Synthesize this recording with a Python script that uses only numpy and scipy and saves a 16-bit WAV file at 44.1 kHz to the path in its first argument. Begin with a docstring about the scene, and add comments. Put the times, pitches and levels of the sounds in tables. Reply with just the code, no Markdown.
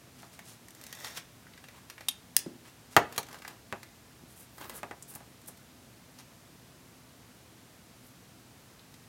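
"""A metal belt buckle is taken apart by hand over a table in a small, quiet room.
The pin catches and scrapes out of its stud and clinks on the plate; the plate snaps free and the
leather strap flops. The plate is knocked down, rings the table top and settles; fingers then rub
the strap and work the stud loose. Hits are a crack plus damped modes, rubs are stick-slip noise.
Hiss and a ventilation drone lie underneath."""
import sys
import numpy as np
from scipy import signal
from scipy.fft import rfft, irfft, next_fast_len
from scipy.io import wavfile

SR = 44100
rng = np.random.default_rng(int(sys.argv[2]) if len(sys.argv) > 2 else 0)


def put_to_file(sound):
    """Save the sound as 16-bit audio at rate SR, in the file named by the first command-line argument."""
    columns = np.atleast_2d(sound).T  # one column per channel
    safe = np.clip(columns, -1, 1)
    whole_steps = np.round(safe * 32767)
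    wavfile.write(sys.argv[1], SR, whole_steps.astype(np.int16))


N = 400428
RING_TIME_S = np.arange(SR // 2) / SR

# room hiss (frequency [Hz], density [dB])
HISS_SPECTRUM = [(25, -33.5), (45, -10.5), (65, -5.5), (118, -7), (175, -6), (250, -9), (400, -13),
                 (700, -16), (1400, -18.5), (2800, -21.5), (6000, -23.5), (13500, -28), (16000, -32.5)]
# ventilation drone (centre [Hz], half-width [Hz], level [dB])
DRONE_BANDS = [(119.4, 16, -65.5), (248.4, 15.3, -67), (325.7, 12, -75.5), (680, 13, -78)]
# reverberation (frequency [Hz], t60 [s])
ROOM_DECAY = [(150, 0.45), (600, 0.28), (2500, 0.28), (6000, 0.21), (14000, 0.11)]

# skin on metal and leather (midpoint [s], length [s], level [dB], centre [Hz])
RUBS = [(0.217, 0.19, -58.5, 5640), (.34, .086, -56.5, 6000), (0.5, .17, -53.5, 7000),
        (1.766, .11, -57, 2800), (2.67, 0.098, -56, 4500), (2.931, 0.067, -53, 6000),
        (4.316, .12, -60.5, 10000), (4.404, .14, -53.5, 10900), (4.637, 0.32, -55.5, 15000),
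        (4.767, 0.087, -47, 11000), (5.105, 0.078, -49, 11000), (5.157, 0.027, -47, 11000),
        (5.485, 0.039, -44.5, 10900), (6.199, .05, -52.5, 4930), (8.07, .11, -62, 12500)]
# finger rubs and pin rasp (frequency [Hz], gain [dB])
RUB_SPECTRUM = [(200, -4), (900, 18.5), (2000, 8.5), (4500, 0.5), (7000, 0), (10000, 1), (13000, -1),
                (16000, -3.5)]
# leather and buckle shifting on the table (midpoint [s], length [s], level [dB])
DRAGS = [(3.14, 0.16, -54), (3.341, 0.2, -53), (3.499, 0.2, -54.5), (4.63, .14, -47.5), (4.746, 0.16, -51),
         (5.132, 0.13, -59)]
# drag friction (frequency [Hz], gain [dB])
DRAG_SPECTRUM = [(90, -4), (300, 5.5), (500, 1.5), (900, 2), (1600, 1.5), (2200, -7.5), (3500, -8.5),
                 (6000, -14), (16000, -18)]
# metal, nail and leather ticks (time [s], level [dB], centre [Hz], half-width [oct])
TICKS = [(.3916, -43.5, 2600, 2.9), (1.4679, -52, 1800, .7), (1.536, -52.5, 3120, .5),
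         (1.577, -49, 3070, 1.2), (1.6406, -47.5, 2900, 1.6), (1.6852, -47.5, 2600, 1.6),
         (1.8999, -41, 4500, 1.34), (1.98, -45, 1940, 1), (2.0081, -43.5, 2000, 2),
         (3.1248, -42.5, 3000, 5.5), (3.162, -42, 6500, 2.7), (3.23, -44, 4960, 1.9),
         (3.287, -45.5, 1900, 2.1), (3.329, -44.5, 3200, 3), (3.344, -44, 1900, 2),
         (3.421, -45.5, 2500, 1.5), (3.4493, -39.5, 1900, 1.05), (3.4786, -38, 4000, 9.8),
         (3.831, -44, 3140, 1.8), (4.5814, -45.5, 1920, 3), (4.6105, -46, 3000, 3.3),
         (4.6437, -47, 2000, 2.2), (4.6966, -38, 11000, 12), (5.0248, -43, 8000, 0.39),
         (5.138, -49, 9500, .9), (5.1518, -41.5, 11000, 0.93), (5.479, -47, 9850, 0.29),
         (6.1885, -50, 5500, 0.82), (8.794, -55, 4000, 0.32), (8.9412, -52.5, 4800, 1)]
# light contact (frequency [Hz], gain [dB])
TICK_SPECTRUM = [(150, -1), (700, 12.5), (1400, 10), (1900, 11.5), (2600, 4), (3500, 2.5), (4600, 3),
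                 (7000, 1.5), (10000, 2), (13000, 2.5), (16000, -2)]
# spells of fingering (start [s], end [s], level [dB], centre [Hz])
FIDGETS = [(3.121, 3.37, -53, 5000), (4.619, 4.76, -51, 2600), (5.4, 5.56, -56, 8000)]

# strap landings (time [s], level [dB])
STRAP_FLOPS = [(2.4622, -33), (2.4675, -44), (4.236, -50)]
# leather resonances (frequency [Hz], level [dB], t60 [s])
STRAP_MODES = [(181.5, -3.5, 0.088), (248, -3.5, 0.044), (340, -3.5, 0.076), (435, -2, .04),
               (620, -7, 0.036)]
# puff of a flop (frequency [Hz], gain [dB])
STRAP_SPECTRUM = [(50, -20), (200, 4), (450, -9.5), (750, -26), (1500, -32), (5000, -48)]

# blows on the table (time [s], level [dB], bare-metal contact re blow [dB])
KNOCKS = [(0.231, -45, -25), (2.9657, -7.5, -18), (3.1796, -27.5, 1), (3.7257, -29, -37),
          (4.8318, -32, -26), (4.9112, -35.5, -25), (5.158, -45, -20), (5.205, -47, -16),
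          (5.486, -48.5, -23)]
# distinct board resonances (frequency [Hz], level [dB], t60 [s])
TABLE_MODES = [(106, -12, 0.1), (184, -14, 0.13), (217, -6.5, 0.074), (297, -14.5, 0.25), (389, -9, 0.2),
               (500, -21, 0.16), (632, 1.5, 0.045), (697, -2.5, 0.12), (822, -1.5, 0.13), (941, -3.5, .12),
               (1054, -11, 0.047), (1138, -7, 0.093), (1215, -4, 0.13), (1500, -12, 0.08),
               (1990, -1.5, 0.019), (2210, -7, 0.029), (2590, -3, .04)]
# board thud (frequency [Hz], gain [dB])
TABLE_SPECTRUM = [(35, -33), (75, -5.5), (115, -8.5), (200, -4), (400, -5.5), (750, -2), (1400, -1),
                  (2000, -0.5), (2900, -9), (5000, -15), (10000, -14), (16000, -19)]
# dense board modes (frequency [Hz], t60 [s])
TABLE_DECAY = [(100, 0.074), (400, 0.17), (1000, 0.11), (2200, 0.05), (5000, 0.039), (12000, 0.011)]
# loose buckle ringing as it lands (frequency [Hz], level [dB], t60 [s])
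CHATTER_MODES = [(2340, -6, .025), (3270, -5, .03), (3970, -3, .03), (4410, 0, .04), (5390, -6, .03),
                 (6570, -4, .035), (8100, -4, .035), (9350, -8, .04), (9780, -8, .11), (11600, -9, .035),
                 (13400, -12, .03)]
# crack of the landing buckle (frequency [Hz], gain [dB])
CHATTER_SPECTRUM = [(300, -26), (1500, -10.5), (4000, -5.5), (9000, -10), (16000, -11)]

# pin catching in the stud (time [s], level [dB])
PIN_CATCHES = [(.6846, -49), (.7067, -51), (.7493, -50), (.8137, -48.5), (.8389, -45), (0.8666, -44.5),
               (.9269, -39), (.951, -48), (1.003, -50), (1.0461, -36), (1.1732, -40)]
# pin shaft, then tip (peak time [s], level [dB], rise [dB/s], fall [dB/s], rasp re scrape [dB])
PIN_SCRAPES = [(1.06, -49, 45, 55, -17), (1.072, -46.5, 250, 350, -1), (1.177, -42, 600, 650, 3)]
# pin friction (frequency [Hz], gain [dB])
SCRAPE_SPECTRUM = [(150, -6), (400, -1.5), (850, 2.5), (1300, 0), (1900, 2.5), (2700, -7), (3600, -6),
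                   (4500, -9), (5600, -4), (9000, -9), (12000, -8), (16000, -17)]
# sliding pin resonances (frequency [Hz], level [dB], t60 [s])
SCRAPE_MODES = [(1940, 1, .010), (3600, 3, 0.0074), (5450, 0, .012), (6330, -7, .009), (9500, -6, .01),
                (11700, -5, .013), (15400, -6, .011)]
# pin hitting the plate (time [s], level [dB])
PIN_CLINKS = [(2.0853, -21.5), (2.0876, -29.5), (2.0899, -41.5)]
# ring of pin on plate (frequency [Hz], level [dB], t60 [s])
PIN_MODES = [(3170, -5, .06), (3334, -22, .15), (3560, 2, .024), (3760, 2, 0.025), (3920, -1, .026),
             (6370, -12, .04), (9620, 3, .06), (10228, -9, .05), (11700, 0.5, .042), (11850, -9, 0.031),
             (13550, -14, .04), (15400, -24, .06)]
# crack of pin on plate (frequency [Hz], gain [dB])
PIN_SPECTRUM = [(200, -55.5), (800, -10.5), (2300, -5.5), (3600, 3), (5000, 0.5), (8500, 0), (12000, -10.5),
                (16000, -22)]
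# plate leaving the stud (time [s], level [dB])
PLATE_SNAPS = [(2.3660, -14.5), (2.3675, -22.5)]
# finger-damped plate resonances (frequency [Hz], level [dB], t60 [s])
PLATE_MODES = [(1800, -21, .035), (5050, 0, .009), (5300, -8, .013), (8020, -2, .007), (8700, 0, .008),
               (10650, 4, .006), (11900, -5, .007), (12700, -3, .008), (14750, -3, .007), (15500, -1, .008)]
# crack of the snap (frequency [Hz], gain [dB])
PLATE_SPECTRUM = [(100, -34), (300, -9), (1000, -13.5), (3500, -4), (5200, -4.5), (7000, -4), (10000, 1.5),
                  (13400, -10), (16000, -3)]


def amp(db):
    return 10 ** (np.asarray(db) / 20)


def unit_rms(x):
    return x / np.sqrt(np.mean(x ** 2) + 1e-20)


def unit_energy(x):
    return x / np.sqrt(np.sum(x ** 2) + 1e-20)


def interp_log_hz(points, hz):
    points_hz, values = np.transpose(points)
    return np.interp(np.log(hz + 1), np.log(points_hz), values)


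def add(mix, start_s, sound):
    part = mix[max(round(start_s * SR), 0):][:len(sound)]
    part += sound[:len(part)]


def hit_at_level(sound, db):
    """Scales a hit to the energy of 5 ms at this level."""
    return amp(db) * unit_energy(sound) * np.sqrt(.005 * SR)


def colour(x, spectrum, centre_hz=1000, half_width_oct=np.inf):
    """Minimum-phase filter: a spectrum times an optional hump."""
    hz = abs(np.fft.fftfreq(4096, 1 / SR))
    hump = 1 / (1 + (np.log2((hz + 1) / centre_hz) / half_width_oct) ** 2)
    log_gain = np.log(amp(interp_log_hz(spectrum, hz)) * hump)
    taps = np.fft.ifft(np.exp(np.conj(signal.hilbert(log_gain)))).real
    return signal.oaconvolve(x, taps[:len(taps) // 2])[:len(x)]


def decay(t60_s):
    return np.exp(-np.log(1000) * RING_TIME_S / max(t60_s, 1e-3))


def ring(modes):
    """Damped modes; the contact point sets each sign."""
    partials = (rng.choice([-1, 1]) * amp(db) * decay(t60_s) * np.cos(2 * np.pi * hz * RING_TIME_S)
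                for hz, db, t60_s in modes)
    return unit_energy(sum(partials))


def diffuse(band_decays):
    """Dense modes or echoes: noise with a decay per band."""
    size = len(RING_TIME_S)
    noise_bins, hz = rfft(rng.choice([-1., 1.], size)), np.fft.rfftfreq(size, 1 / SR)
    centres_hz, t60s_s = np.transpose(band_decays)
    out = np.zeros(size)
    for one_band, t60_s in zip(np.eye(len(band_decays)), t60s_s):
        band_gain = interp_log_hz(np.c_[centres_hz, one_band], hz)
        out += irfft(noise_bins * band_gain, size) * decay(t60_s)
    return unit_energy(out)


def crack(t60_s, push_db=-4):
    """A sharp push, then surface roughness crushed in the contact."""
    roughness = unit_energy(rng.choice([-1., 1.], len(RING_TIME_S)) * decay(t60_s))
    return amp(push_db) * (RING_TIME_S == 0) + roughness


def contacts(hits, modes, spectrum, crack_db, crack_t60_s):
    """Hits on one object, each a ring plus a crack."""
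    out = np.zeros(N)
    for time_s, db in hits:
        ringing = ring(modes)
        impact = amp(crack_db) * unit_energy(colour(crack(crack_t60_s), spectrum))
        add(out, time_s, hit_at_level(ringing + impact, db))
    return out


def tick(db, centre_hz, half_width_oct, t60_s):
    """A light touch on a part the hand keeps from ringing."""
    touch = crack(t60_s, push_db=-8)
    return hit_at_level(colour(touch, TICK_SPECTRUM, centre_hz, half_width_oct), db)


def friction(size, slips_per_s, spread_db, relax_s=.001):
    """Hiss that rises with each tiny slip."""
    slipping = rng.random(size) < slips_per_s / SR
    strength = amp(spread_db * np.minimum(rng.exponential(1, size), 2))
    surge = signal.lfilter([1], [1, -np.exp(-1 / (relax_s * SR))], slipping * strength)
    return unit_rms(rng.standard_normal(size) * (1 + surge))


def add_stroke(mix, mid_s, db, sound):
    """A stroke swells and fades around its midpoint."""
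    add(mix, mid_s - len(sound) / SR / 2, amp(db) * unit_rms(sound) * np.hanning(len(sound)))


def room_air(hiss_db=-56.66):
    """Steady hiss and a low ventilation drone."""
    size = next_fast_len(N, True)
    hz = np.fft.rfftfreq(size, 1 / SR)
    hiss = amp(hiss_db) * unit_rms(amp(interp_log_hz(HISS_SPECTRUM, hz)))
    power = hiss ** 2
    for centre_hz, half_width_hz, db in DRONE_BANDS:
        peak = 1 / (1 + ((hz - centre_hz) / half_width_hz) ** 2)
        power += (amp(db) * unit_rms(peak)) ** 2
    return irfft(rfft(rng.standard_normal(size)) * np.sqrt(power), size)[:N]


def room_reverb(x, build_s=.0027, echo_s=.0245, echo_db=-11):
    """Early echoes build into a short tail; one wall echo stands out."""
    build_up = 1 - np.exp(-(RING_TIME_S / build_s) ** 2)
    tail = unit_energy(diffuse(ROOM_DECAY) * build_up)
    add(tail, echo_s, amp([echo_db]))
    return signal.oaconvolve(x, tail)[:N]


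def rubs_and_drags(one_octave_at_hz=7100):
    """Bright finger friction, narrower when higher; duller drags on the table."""
    out = np.zeros(N)
    for mid_s, length_s, db, centre_hz in RUBS:
        hiss = friction(int(length_s * SR), slips_per_s=500, spread_db=1.5)
        add_stroke(out, mid_s, db, colour(hiss, RUB_SPECTRUM, centre_hz, one_octave_at_hz / centre_hz))
    for mid_s, length_s, db in DRAGS:
        grit = friction(int(length_s * SR), slips_per_s=200, spread_db=4)
        add_stroke(out, mid_s, db, colour(grit, DRAG_SPECTRUM))
    return out


def finger_ticks(t60_s=.037, ticks_per_s=17, spread_db=.5):
    """Single clear ticks, and fainter uneven ones from fingering."""
    out = np.zeros(N)
    for time_s, db, centre_hz, half_width_oct in TICKS:
        add(out, time_s, tick(db, centre_hz, half_width_oct, t60_s))
    for start_s, end_s, db, centre_hz in FIDGETS:
        for slot_s in np.arange(start_s, end_s, 1 / ticks_per_s):
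            time_s = slot_s + rng.random() / ticks_per_s
            tick_db = db - spread_db * rng.standard_normal()
            add(out, time_s, tick(tick_db, centre_hz, half_width_oct=1.3, t60_s=t60_s))
    return out


def strap_flop():
    """Leather lands with a dull puff and low, damped modes."""
    return contacts(STRAP_FLOPS, STRAP_MODES, STRAP_SPECTRUM, crack_db=6.5, crack_t60_s=.061)


def pin_catches(ref_db=-47.5, ref_hz=6500, ref_t60_s=.021, db_per_oct=16):
    """The pin catches in the stud; stronger catches are deeper and longer."""
    out = np.zeros(N)
    for time_s, db in PIN_CATCHES:
        weight = 2 ** ((db - ref_db) / db_per_oct)
        add(out, time_s, tick(db, ref_hz / weight, half_width_oct=1.43, t60_s=ref_t60_s * weight))
    return out


def pin_scrape(ring_db=-3, free_s=1.215, release_s=.04):
    """The pin drags through the stud until free; its slips excite the metal."""
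    out = np.zeros(N)
    from_peak_s = np.arange(-.3, .3, 1 / SR)
    size = len(from_peak_s)
    for peak_s, db, rise_db_per_s, fall_db_per_s, rasp_db in PIN_SCRAPES:
        slips = friction(size, slips_per_s=550, spread_db=2.5)
        metal = unit_rms(signal.fftconvolve(slips, ring(SCRAPE_MODES))[:size])
        scrape = unit_rms(unit_rms(colour(slips, SCRAPE_SPECTRUM)) + amp(ring_db) * metal)
        rasp = colour(rng.standard_normal(size), RUB_SPECTRUM, centre_hz=4800, half_width_oct=1.04)
        scrape += amp(rasp_db) * unit_rms(rasp)
        envelope = amp(db + np.minimum(rise_db_per_s * from_peak_s, -fall_db_per_s * from_peak_s))
        in_stud = np.clip((free_s - peak_s - from_peak_s) / release_s, 0, 1)
        add(out, peak_s + from_peak_s[0], in_stud * envelope * scrape)
    return out


def pin_clink():
    """The freed pin bounces on the plate and rings."""
    return contacts(PIN_CLINKS, PIN_MODES, PIN_SPECTRUM, crack_db=-4, crack_t60_s=.032)


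def plate_snap():
    """The plate springs off the stud, damped by the fingers."""
    return contacts(PLATE_SNAPS, PLATE_MODES, PLATE_SPECTRUM, crack_db=0, crack_t60_s=.007)


def buckle_knocks(push_db=1, modes_db=-4, ring_db=-3, ref_db=-31, ref_corner_hz=3200, db_per_oct=9):
    """The buckle hits the table: the board rings, brighter when hit harder, and the metal chatters."""
    out = np.zeros(N)
    for time_s, db, metal_db in KNOCKS:
        thud = colour(amp(push_db) * (RING_TIME_S == 0) + diffuse(TABLE_DECAY), TABLE_SPECTRUM)
        board = unit_energy(thud) + amp(modes_db) * ring(TABLE_MODES)
        corner_hz = ref_corner_hz * 2 ** ((db - ref_db) / db_per_oct)
        board = signal.lfilter([1], [1, -np.exp(-2 * np.pi * corner_hz / SR)], board)
        add(out, time_s, hit_at_level(board, db))
        chatter = colour(crack(t60_s=.061), CHATTER_SPECTRUM)
        add(out, time_s, hit_at_level(chatter, db + metal_db))
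        # fingers damp the ring by twice as many dB as the crack
        add(out, time_s, hit_at_level(ring(CHATTER_MODES), db + 2 * metal_db + ring_db))
    return out


def scene():
    """All sources close to one microphone, with a little room."""
    clink, snap, flop, knocks = pin_clink(), plate_snap(), strap_flop(), buckle_knocks()
    handling = finger_ticks() + pin_catches() + pin_scrape() + rubs_and_drags()
    direct = clink + snap + flop + knocks + handling
    send = amp(-14.5) * (clink + knocks) + amp(-12.5) * snap + amp(-7.5) * flop + amp(-9) * handling
    return (direct + room_reverb(send) + room_air())[None]


def record(dry, low_cut_hz=60, high_cut_hz=16200):
    """Microphone bass cut, input clipping on the hardest knock, band limit."""
    picked_up = signal.sosfilt(signal.butter(2, low_cut_hz, "high", fs=SR, output="sos"), dry)
    clipped = np.clip(picked_up, -1, 1)
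    lowpass = signal.firwin(255, high_cut_hz, window=("kaiser", 8), fs=SR)
    return signal.oaconvolve(clipped, lowpass[None], "same")


dry = scene()
out = record(dry)
put_to_file(out)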